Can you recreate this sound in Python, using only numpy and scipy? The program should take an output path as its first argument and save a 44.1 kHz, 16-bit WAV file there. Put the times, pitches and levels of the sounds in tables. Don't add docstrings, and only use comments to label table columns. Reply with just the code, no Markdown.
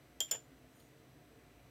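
import sys
import numpy as np
from scipy import signal
from scipy.fft import irfft
from scipy.io import wavfile

SR = 44100
rng = np.random.default_rng(int(sys.argv[2]) if len(sys.argv) > 2 else 0)


def unload_wav(signal):
    wavfile.write(
        sys.argv[1],
        SR,
        np.round(np.clip(np.atleast_2d(signal).T, -1, 1) * 32767).astype(np.int16),
    )


N = 74970


def undb(db):
    return 10 ** (np.asarray(db) / 20)


def random_phase(gain):
    x = irfft(gain * np.exp(2j * np.pi * rng.random(N // 2 + 1)), N)
    return x / np.std(x)


def noise(colour):
    hz, db = np.array(colour).T
    freqs = np.fft.rfftfreq(N, 1 / SR)
    return random_phase(undb(np.interp(np.log(freqs + 1), np.log(hz), db)))


def band(hz, width):
    detuning = (np.fft.rfftfreq(N, 1 / SR) - hz) / (.5 * width)
    return random_phase(1 / (1 + detuning ** 2))


def since(start):
    return np.maximum(np.arange(N) / SR - start, 0)


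def fade(start, t60_s):
    return np.exp(-np.log(1000) * since(start) / t60_s)


def strike(start, rise_s, t60_s):
    return (1 - np.exp(-since(start) / rise_s)) * fade(start, t60_s)


def swell(middle_s, width_s):
    return np.exp(-((since(0) - middle_s) / width_s) ** 2)


def background():
    # frequency in Hz, relative spectral density in dB.
    air_colour = [(18, -10), (30, -40.5), (53, -3.5), (86, -7), (134, 4.5), (170, -9.5), (295, -4.5),
                  (415, -6.5), (449, -16), (486, -9), (702, -9), (801, -16), (1960, -17), (6720, -30),
                  (7470, -30), (12300, -32), (16000, -36)]
    # centre in Hz, width in Hz, level in dB.
    hum_bands = [(59.8, 5, -75.5), (144.4, 34, -74), (261.4, 34, -72), (307, 19, -76.5), (451.8, 11.2, -75),
                 (714, 12, -79)]
    # rms level of a harmonic in dB, from the fundamental up.
    whine_levels = [-86, -87.5, -87, -87.5, -94, -87, -88]
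    whine_hz = 1999
    hum = sum(undb(db) * band(hz, width) for hz, width, db in hum_bands)
    whine = sum(undb(db) * np.sqrt(2) * np.sin(2 * np.pi * (k * whine_hz * since(0) + rng.random()))
                for k, db in enumerate(whine_levels, 1))
    return undb(-63.5) * noise(air_colour) + hum + whine


def handle_impacts():
    # start in seconds, crack level in dB, knock level in dB, knock t60 in seconds.
    contacts = [(0.2043, -26.5, -54.5, 0.16), (.2075, -52, -44.5, 0.083), (0.3112, -30, -43, 0.18),
                (0.326, -62, -48, 0.059), (.3440, -53, -51, 0.088), (.3495, -64, -45, 0.053)]
    # frequency in Hz, relative level in dB.
    crack_colour = [(300, -41), (2000, -24), (2800, -13.5), (3400, -6), (4100, -17), (4700, -11.5),
                    (5800, -8), (6500, -18), (7150, 5.5), (7600, -9), (8200, -12.5), (8700, -22),
                    (9500, -32.5), (11200, -13), (12400, -23), (13500, -9), (15500, -38)]
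    knock_colour = [(100, -23), (280, -31), (500, 3.5), (1000, -8), (2200, -7), (3400, -1.5), (4100, -26),
                    (6000, -16), (9500, -27), (14000, -42), (16000, -39)]
    # frequency in Hz, t60 in seconds, dB against the knock.
    body_modes = [(448.4, 0.26, -9.5), (524, 0.11, -8.5), (630.5, 0.094, -7), (899, 0.079, -11.5),
                  (1633, 0.25, -25)]
    out = np.zeros(N)
    for start, crack_db, knock_db, knock_t60 in contacts:
        crack = strike(start, rise_s=.000076, t60_s=.022) * noise(crack_colour)
        knock = strike(start, rise_s=.0019, t60_s=knock_t60) * noise(knock_colour)
        body = sum(undb(db) * fade(start, t60) * np.sin(2 * np.pi * hz * since(start))
                   for hz, t60, db in body_modes)
        out += undb(crack_db) * crack + undb(knock_db) * (knock + body)
    return out


def jar_ring():
    # start in seconds, time until damping in seconds.
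    taps = [(.2045, .094), (.3113, .097)]
    # its frequency in Hz, and below its t60 in seconds.
    mode_hz = [1594, 3110, 3197, 3270, 3336, 3497, 4724, 5365, 6841, 7094, 7185, 8255, 10850, 11850, 13434,
               13526, 14040, 14760]
    mode_t60 = [.19, .08, .095, .09, .2, .11, .2, .05, .115, .15, .165, .06, .09, .09, .14, .05, .1, .05]
    spot_levels = [
        [-67, -45, -27, -58, -47, -43, -66, -54, -41, -36.5, -33, -52, -52, -60, -46.5, -65, -50, -64],
        [-52.5, -40.5, -51, -58, -59, -47, -54.5, -30, -60, -28, -33, -38.5, -69, -54, -65, -32, -69, -41],
    ]
    # frequency in Hz, relative level in dB.
    shimmer_colour = [(1000, -34), (2600, -3), (3300, 11), (4100, -7.5), (5500, 4), (6400, -7), (7100, 0),
                      (7600, -24), (8200, 2), (8700, -9), (9700, -29), (11000, 2), (12400, -39), (13600, 1),
                      (14800, -9), (16000, -24)]
    rise_s, damped_t60_s = .0013, .014
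    out = np.zeros(N)
    for tap, (start, free_s) in enumerate(taps):
        ring = np.zeros(N)
        for mode, (hz, t60, db) in enumerate(zip(mode_hz, mode_t60, spot_levels[tap])):
            sign = (-1) ** (tap * mode)
            ring += sign * undb(db) * strike(start, rise_s, t60) * np.sin(2 * np.pi * hz * since(start))
        shimmer = undb(-46.5) * strike(start, rise_s=.0022, t60_s=.18) * noise(shimmer_colour)
        out += (ring + shimmer) * fade(start + free_s, damped_t60_s)
    return out


def rim_slide():
    # frequency in Hz, relative level in dB.
    colour = [(600, -26), (1600, 6), (2300, 6), (3300, 11.5), (4200, -10), (5400, 1), (9000, -6),
              (15000, -14)]
    return undb(-61.5) * swell(middle_s=.296, width_s=.02) * noise(colour)


def hand_swish():
    # centre in Hz, width in Hz, relative level in dB.
    swish_bands = [(6800, 860, 0.59), (9200, 800, -0.51), (12100, 350, -0.91)]
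    flicker_db, flicker_hz = 1.5, 29.8
    gain = undb(-79.5 + flicker_db * band(0, 2 * flicker_hz))
    hiss = sum(undb(db) * band(hz, width) for hz, width, db in swish_bands)
    return gain * swell(middle_s=.81, width_s=.1) * hiss


def tick():
    # frequency in Hz, relative level in dB.
    colour = [(1000, -20), (3000, 7), (4800, 5), (6400, -16), (11000, 5), (15500, -9)]
    return undb(-61.5) * strike(.7985, rise_s=.002, t60_s=.064) * noise(colour)


def arm_rustle():
    # frequency in Hz, relative level in dB.
    colour = [(35, 12), (57, 35), (90, 6), (400, -2), (1000, -38), (2400, 8.5), (4000, -13), (12000, -35)]
    return undb(-67) * swell(middle_s=1.55, width_s=.18) * noise(colour)


def reverberate(direct):
    tail = strike(0, rise_s=.008, t60_s=.24) * rng.standard_normal(N)
    return direct + undb(-21) * signal.fftconvolve(direct, tail / np.linalg.norm(tail))[:N]


def scene():
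    direct = jar_ring() + handle_impacts() + rim_slide() + hand_swish() + tick() + arm_rustle()
    return (reverberate(direct) + background())[None]


def record(dry):
    low_hz, top_hz = 45.4, 15900
    high_pass = signal.butter(6, low_hz, "high", fs=SR, output="sos")
    low_pass = signal.ellip(10, .2, 70, top_hz, fs=SR, output="sos")
    return signal.sosfilt(low_pass, signal.sosfilt(high_pass, dry))


dry = scene()
out = record(dry)
unload_wav(out)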